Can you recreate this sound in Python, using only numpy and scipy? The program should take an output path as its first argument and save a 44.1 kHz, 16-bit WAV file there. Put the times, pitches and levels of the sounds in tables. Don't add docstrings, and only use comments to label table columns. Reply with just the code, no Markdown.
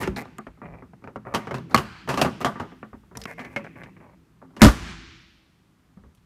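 import sys
import numpy as np
from scipy import signal
from scipy.fft import rfft, irfft
from scipy.io import wavfile
from scipy.ndimage import uniform_filter1d

SR = 44100
rng = np.random.default_rng(int(sys.argv[2]) if len(sys.argv) > 2 else 0)


def master(y):
    cut = np.clip(np.atleast_2d(y).T, -1, 1)
    pcm = np.round(cut * 32767)
    wavfile.write(sys.argv[1], SR, pcm.astype(np.int16))


def volts(x):
    e = np.asarray(x, float) / 20
    return 10 ** e


N = 275757

# f/Hz, density/dB
HALL_AIR = [(18, -29.5), (30, -2.5), (230, -3.5), (437, -18), (1190, -16), (2980, -25), (14800, -37.5),
            (16000, -53.5)]
# f/Hz, width/Hz, level/dB
HUM_MODES = [(119, 5.9, -0.5), (168, 14, 2), (187, 7.8, -6), (253.3, 6.8, -3), (310, 12, -8.5),
             (325, 16, -15.5)]
# t/s, effort/dB
EFFORT = [(0, -28.5), (.23, -47), (.58, -61), (.65, -45.5), (.97, -57.5), (1.32, -50), (1.8, -40.5),
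          (1.98, -53), (2.22, -33.5), (2.35, -42), (3.03, -59.5), (3.57, -46), (3.93, -50.5), (4.4, -62.5),
          (4.62, -50), (4.76, -29.5), (5.25, -65), (6.25, -66)]
# t/s, level/dB, t60/s
LURCHES = [
    (.08, -21.5, 0.13),
    (.47, -44, 0.24),
    (.66, -47, 0.56),
    (1.73, -30, 0.43),
    (2.92, -48, 0.27),
    (3.17, -44.5, 0.26),
    (4.64, -15.5, 0.65),
    (5.97, -49, 0.66),
]
# f/Hz, t60/s, level/dB
HALL_TAIL = [(200, .85, -18), (400, 0.32, -11), (710, .6, -5), (1500, 0.94, -6.5), (2800, 1.25, -4),
             (5500, 1.1, -6), (8500, 0.62, -2.5), (14000, 0.4, -4)]

# f/Hz, width/Hz, level/dB
PANEL_MODES = [(418, 20, -3.5), (577, 48, 4), (699, 140, 3), (810, 62, -2.5), (947, 240, 3.5),
               (1128, 45, 2.5), (1188, 33, -0.5), (1340, 46, -10)]
# f/Hz, width/Hz, level/dB
ROD_MODES = [(1530, 300, -2), (1730, 170, 2), (1896, 140, -0.5), (2046, 84, 3.5), (2257, 110, 1),
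             (2420, 40, -4.5)]
# f/Hz, width/Hz, level/dB
BOOM_MODES = [(130, 36, 2), (186, 75, -6), (211.6, 8.3, 4), (242.6, 25, -0.5), (370, 27, -4)]

# t/s, length/s, panel level/dB, rod level/dB, fizz level/dB
CREAKS = [
    (.164, .065, -40, -41.5, -51),
    (0.618, .22, -50, -55.5, -86),
    (3.64, .038, -46, -44, -84),
    (3.756, .074, -50.5, -48, -73),
    (3.864, .037, -54.5, -59, -79),
]
# t/s, length/s, panel level/dB, rod level/dB, fizz level/dB
RUBS = [(0, .047, -36, -37.5, -46), (1.253, .19, -44, -53.5, -78), (1.357, .11, -46, -49, -76),
        (1.694, .05, -46, -52, -67), (2.083, .06, -31, -46, -68), (2.18, .079, -34.5, -44, -67),
        (2.404, .034, -34, -41.5, -53), (3.185, .055, -53.5, -60, -60), (3.265, .077, -46, -43, -61.5),
        (3.375, .11, -46, -44, -70), (3.478, .12, -56, -55.5, -73), (4.002, 0.15, -56, -62, -88.5),
        (4.411, .05, -53, -72.5, -94.5), (4.499, .11, -65, -78, -88), (4.594, .012, -44, -45.5, -58),
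        (4.607, .01, -38.5, -29, -55)]
# t/s, clack level/dB, tick level/dB, f/Hz, t60/s
SNAPS = [(.1612, -27.5, -55, 3900, .14), (.252, -48, -95, 3780, 0.028), (.383, -37, -46, 7100, 0.012),
         (1.582, -40.5, -59.5, 3830, .022), (1.7084, -41, -64, 4030, 0.17), (1.7449, -9, -20.5, 4240, .036),
         (1.761, -13.5, -50.5, 2930, 0.024), (3.1712, -26.5, -36.5, 5340, .02),
         (3.2158, -31.5, -67, 4530, 0.022), (3.2372, -32.5, -51, 5270, 0.019),
         (4.6311, -7, -22.5, 5700, .05), (4.6386, -9, -19, 5300, .04), (4.6451, -6, -20.5, 5500, .025),
         (6.1486, -58.5, -59.5, 3290, .044), (6.1738, -59, -74, 3270, .045)]
# t/s, strength/dB, hardness/dB, t60/s
PANEL_KNOCKS = [(.255, -34, -40, .046), (.384, -25, -34, 0.092), (.573, -47.5, -66, 0.14),
                (.822, -35.5, -45, .12), (.933, -38, -40, 0.054), (1.022, -46, -38, 0.15),
                (1.158, -22, -22.5, 0.088), (1.251, -35, -40, 0.046), (1.268, -28, -33, 0.041),
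                (1.339, -14.5, -12, 0.15), (1.346, -10.5, -5, 0.15), (1.542, -19, -8.5, .19),
                (2.141, -17.5, -7, .086), (2.174, -11.5, -8, 0.26), (2.214, -4, -5, 0.13),
                (2.412, -22, -6.5, 0.12), (2.446, -7, -10, 0.18), (2.598, -18, -14.5, .19),
                (2.93, -32.5, -40, 0.11), (3.033, -48.5, -42.5, .11), (3.112, -42, -42.5, .19),
                (3.17, -29.5, -37, .043), (4.416, -41.5, -40, .22), (5.973, -49, -40.5, 0.18),
                (6.036, -47.5, -40, .16)]
# t/s, strength/dB, hardness/dB, t60/s
SOCKET_KNOCKS = [(.011, -25, -8, 0.37), (.074, -18.5, -9.5, 0.058), (.467, -29.5, -20, 0.089),
                 (.616, -30, -47, 0.14), (.71, -52, -40, .043), (.741, -39, -40, 0.19),
                 (1.04, -32, -20.5, 0.11), (1.074, -28.5, -25.5, 0.13), (1.47, -23, -16, 0.12),
                 (1.509, -18.5, -16, 0.11), (1.584, -31, -40, 0.039), (1.71, -31.5, -35, 0.41),
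                 (1.744, 3, -39.5, 0.085), (1.775, -9.5, -3.5, 0.17), (2.075, -23.5, -11.5, 0.15),
                 (2.089, -16, -3.5, 0.39), (2.247, -10, -12.5, 0.19), (2.556, -26.5, -40, .31),
                 (2.718, -36.5, -43, 0.091), (2.828, -27.5, -40, .11), (3.594, -40, -41, 0.11),
                 (4.565, -32, -5.5, 0.15)]
# t/s, strength/dB, hardness/dB, t60/s
ROD_TAPS = [(.03, -19.5, -7, 0.27), (.163, -24.5, -24, 0.42), (.654, -37, -40, 0.18),
            (3.152, -34, -11, 0.11), (3.217, -43, -40, .2), (3.254, -24, -6.5, 0.029),
            (3.392, -27, -9, 0.24), (3.447, -32.5, -7.5, 0.11), (3.561, -17, -12, .13),
            (3.619, -43, -39, 0.056), (3.641, -44, -2, 0.24), (3.756, -38.5, -40, 0.16),
            (3.834, -34, -6.5, .1), (3.858, -38.5, -40, 0.11), (3.965, -43, -43.5, 0.12),
            (4.001, -47, -40, 0.14)]
# panel/dB, rod/dB, boom/dB
PANEL_SHARE = (0, -19.5, -17.5)
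SOCKET_SHARE = (0, -8.5, -16.5)
ROD_SHARE = (-3.5, 0, -18.5)

# t/s, f/Hz, level/dB, t60/s
RINGS = [(.075, 370, -16, 0.13), (.083, 197, -24, .2), (.085, 1370, -47, 0.2), (1.531, 130, -28, .4),
         (1.545, 248, -24.5, 0.19), (3.151, 456, -48, 1.6), (3.171, 5390, -37, 0.02),
         (3.216, 5070, -38, 0.046), (3.238, 5400, -42, 0.024), (3.275, 2150, -42, 0.26),
         (3.563, 560, -25.5, 0.17), (3.564, 2150, -23, .06), (4.431, 263, -53, 2.2),
         (4.699, 328, -33, 1.05), (5.972, 194, -40, .15), (5.975, 400, -51, 0.09)]
# f/Hz, level/dB, t60/s, seating t/s
SLAM_MODES = [(56.2, 6, 0.59, 4.70), (95.2, 6.5, 0.25, 4.70), (164.8, 12, 0.18, 4.665),
              (221.6, 16, .22, 4.657), (286.3, 4, .2, 4.685)]
# t/s, push level/dB, panel level/dB, rattle level/dB
SLAM_BLOWS = [
    (4.618, 2.5, -13, -1.5),
    (4.633, -8.5, -10.5, -3),
    (4.646, 4.5, -11, -5),
    (4.661, -4, -6, -10.5),
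    (4.682, -13.5, -12, -19.5),
]
# f/Hz, density/dB
RATTLE = [(180, -3), (300, -0.5), (1040, -7.5), (1390, -2), (2610, -14.5), (5610, -17), (14700, -28.5),
          (16000, -44.5)]


def evened(x):
    return x / np.sqrt(np.mean(x ** 2) + 1e-20)


def headed(x):
    return x / np.sqrt(np.mean(x[:660] ** 2) + 1e-20)


def read(points, at, log=True):
    x, *columns = np.transpose(points)
    scale = np.log1p if log else np.asarray
    return [np.interp(scale(at), scale(x), column) for column in columns]


def add(mix, s, sound):
    part = mix[round(s * SR):][:len(sound)]
    part += sound[:len(part)]


def band(x, lo_hz, hi_hz, order=2):
    edges = [lo_hz, min(hi_hz, .49 * SR)]
    return signal.sosfilt(signal.butter(order, edges, "bandpass", fs=SR, output="sos"), x)


def coloured(spectrum, size):
    hz = np.fft.rfftfreq(size, 1 / SR)
    gain = volts(read(spectrum, hz)[0])
    return evened(irfft(rfft(rng.standard_normal(size)) * gain, size))


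def burst(t60, size=10000):
    t = np.arange(size) / SR
    onset = np.minimum(t / 0.00065, 1)
    return rng.standard_normal(size) * volts(-60 * t / max(t60, .004)) * onset


def body(x, modes, top_hz):
    out = np.zeros(len(x))
    for hz, width, db in modes:
        shift, weight = rng.standard_normal(2)
        r = np.exp(-np.pi * width / SR)
        w = 2 * np.pi * hz * (1 + shift / 50) / SR
        ringing = signal.lfilter([1 - r, 0, r - 1], [1, -2 * r * np.cos(w), r * r], x)
        out += volts(db + 4 * weight) * ringing
    return signal.sosfilt(signal.butter(8, top_hz, fs=SR, output="sos"), out)


def background():
    t = np.arange(N) / SR
    effort_db = read(EFFORT, t, log=False)[0]
    sway = volts(.5 * effort_db - 37.5)
    for s, db, t60 in LURCHES:
        since = np.maximum(t - s, 0)
        rise = 1 - np.exp(-(since / .014) ** 2)
        sway = sway + volts(db - 60 * since / t60) * rise
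    edge_s = .25
    carried = (np.tanh((t - 2.4) / edge_s) - np.tanh((t - 4) / edge_s)) / 2
    hall_air = volts(-64) * coloured(HALL_AIR, N + 1)[:N]
    hum = evened(body(rng.standard_normal(N), HUM_MODES, top_hz=450)) * volts(effort_db)
    deep = evened(band(rng.standard_normal(N), 46, 86, order=3)) * sway
    hiss = evened(band(rng.standard_normal(N), 2800, 21000)) * (volts(-88) + volts(-81.5) * carried)
    return hall_air + hum + deep + hiss


def hall(x):
    hz, t, z = signal.stft(x, SR, nperseg=512)
    power = abs(z) ** 2
    blended = uniform_filter1d(power, size=11, axis=0)
    power = np.where(hz[:, None] > 1000, blended, power)
    t60, db = read(HALL_TAIL, hz)
    t = t[t < 2]
    far_wall = 1 + .6 * np.exp(-((t - .25) / .035) ** 2)
    after_first_wall = t > .02
    tail = (volts(db[:, None] - 60 * t / t60[:, None]) * far_wall * after_first_wall) ** 2
    spread = abs(signal.fftconvolve(power, tail / tail.sum(1).mean(), axes=1)[:, :z.shape[1]])
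    a, b = rng.standard_normal((z.shape[1], len(hz), 2)).T
    return signal.istft(np.sqrt(spread) * (a + 1j * b), SR, nperseg=512)[1][:N]


def scrape(length, panel_db, rod_db, fizz_db, rate):
    size = round(length * SR)
    noise = rng.standard_normal((2, 16000))
    wander = evened(uniform_filter1d(noise[0], 300))
    turns = np.cumsum(rate * np.exp(.1 * wander)) / SR
    push = rate < 250
    slips = (noise[1] + push) * (.06 + np.exp(-(turns % 1) / .06))
    slips[size:] = 0
    pressure = 1 + .3 * evened(uniform_filter1d(noise[0, ::-1], 700))[:size]
    slips[:size] *= pressure * signal.windows.tukey(size, .15) * np.linspace(1, .45, size)
    layers = [(panel_db, body(slips, PANEL_MODES, top_hz=1940)),
              (rod_db, body(slips, ROD_MODES, top_hz=2330)),
              (panel_db - 7, body(slips, BOOM_MODES, top_hz=625)),
              (fizz_db, band(slips, 3000, 14000))]
    return sum(volts(db) * layer / np.std(layer[:size]) for db, layer in layers)


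def creak(length, panel_db, rod_db, fizz_db):
    slips_per_s = 150 + 3 * (panel_db + 45)
    return scrape(length, panel_db, rod_db, fizz_db, slips_per_s)


def rub(length, panel_db, rod_db, fizz_db):
    return scrape(length, panel_db, rod_db, fizz_db, 800)


def snap(clack_db, tick_db, hz, t60):
    crack = burst(0.0027) + 1.1 * burst(t60)
    clack = band(crack, .95 * hz, 1.05 * hz, order=1) + 0.22 * band(crack, 1700, 6000)
    fizz = band(burst(0.0066) + 0.29 * burst(1.5 * t60), 6500, 13500)
    return volts(clack_db - 13.5) * headed(clack) + volts(tick_db - 11) * headed(fizz)


def knock(panel_db, rod_db, boom_db, t60):
    panel = body(burst(t60) + 3.2 * burst(0.01), PANEL_MODES, top_hz=2000)
    rod = body(burst(0.57 * t60) + 1.3 * burst(0.018), ROD_MODES, top_hz=2630)
    boom = body(burst(1.1 * t60), BOOM_MODES, top_hz=598)
    out = volts(panel_db - 12.5) * headed(panel)
    out += volts(rod_db - 13.5) * headed(rod)
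    return out + volts(boom_db - 2.0) * headed(boom)


def contact(share, strength_db, hardness_db, t60):
    panel_share, rod_share, boom_share = share
    boom_db = .75 * strength_db + boom_share
    clack_db = strength_db + hardness_db
    clack_hz = 2900 * np.exp(.06 * rng.standard_normal())
    thud = knock(strength_db + panel_share, strength_db + rod_share, boom_db, t60)
    return thud + snap(clack_db, 1.25 * clack_db - 12.5, clack_hz, .63 * t60)


def rings():
    out, t = np.zeros(N), np.arange(SR) / SR
    for s, hz, db, t60 in RINGS:
        wobble = 1 + .3 * evened(uniform_filter1d(rng.standard_normal(SR), 1200))
        add(out, s, wobble * volts(db - 60 * t / t60) * np.sin(2 * np.pi * hz * t))
    return out


def hood_push(s, t):
    push = np.zeros(len(t))
    for hz, db, t60, seat in SLAM_MODES:
        choke_db = -22 * (1 + np.tanh((s + t - seat) / 0.0046)) / 2
        push += volts(db - 60 * t / t60 + choke_db) * np.sin(2 * np.pi * hz * t)
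    return push * (1 - np.exp(-(t / .003) ** 2))


def slam():
    out, t = np.zeros(N), np.arange(SR) / SR
    for s, push_db, panel_db, rattle_db in SLAM_BLOWS:
        panel = headed(body(burst(0.087, size=SR), PANEL_MODES, top_hz=2000))
        rattle = coloured(RATTLE, SR) * (volts(-60 * t / 0.19) + 1.5 * volts(-60 * t / 0.053))
        blow = volts(push_db) * hood_push(s, t)
        add(out, s, blow + volts(panel_db) * panel + volts(rattle_db) * rattle)
    return out


def scene():
    quiet, hood, snaps = background(), np.zeros(N), np.zeros(N)
    for s, *row in CREAKS:
        add(hood, s, creak(*row))
    for s, *row in RUBS:
        add(hood, s, rub(*row))
    for s, *row in SNAPS:
        add(snaps, s, snap(*row))
    struck = (PANEL_KNOCKS, PANEL_SHARE), (SOCKET_KNOCKS, SOCKET_SHARE), (ROD_TAPS, ROD_SHARE)
    for table, share in struck:
        for s, *row in table:
            add(hood, s, contact(share, *row))
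    hood = hood + rings() + slam()
    echo = hall(hood + volts(-1) * snaps)
    return (hood + snaps + volts(-22) * echo + quiet)[None]


def roll_off(x):
    return signal.sosfilt(signal.butter(12, 16480, fs=SR, output="sos"), x)


def record(dry):
    lean = signal.sosfilt(signal.butter(2, 36, "highpass", fs=SR, output="sos"), dry)
    power_db = 10 * np.log10(abs(uniform_filter1d(lean[0] ** 2, 300)) + 1e-12)
    fall = np.arange(N) * 60. / SR
    peak_db = np.maximum.accumulate(power_db + fall) - fall
    over_db = np.maximum(peak_db + 14.5, 0)
    late_db = signal.lfilter([1 / 900], [1, 1 / 900 - 1], over_db)
    hot = lean / volts(0.45 * late_db)
    clipped = hot / (1 + abs(hot / .7) ** 8) ** (1 / 8)
    clipped = signal.sosfilt(signal.butter(1, 6, "highpass", fs=SR, output="sos"), clipped)
    treble_limit = signal.firwin(63, 15600, fs=SR)[None]
    return roll_off(signal.oaconvolve(clipped, treble_limit, "same"))


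dry = scene()
out = record(dry)
master(out)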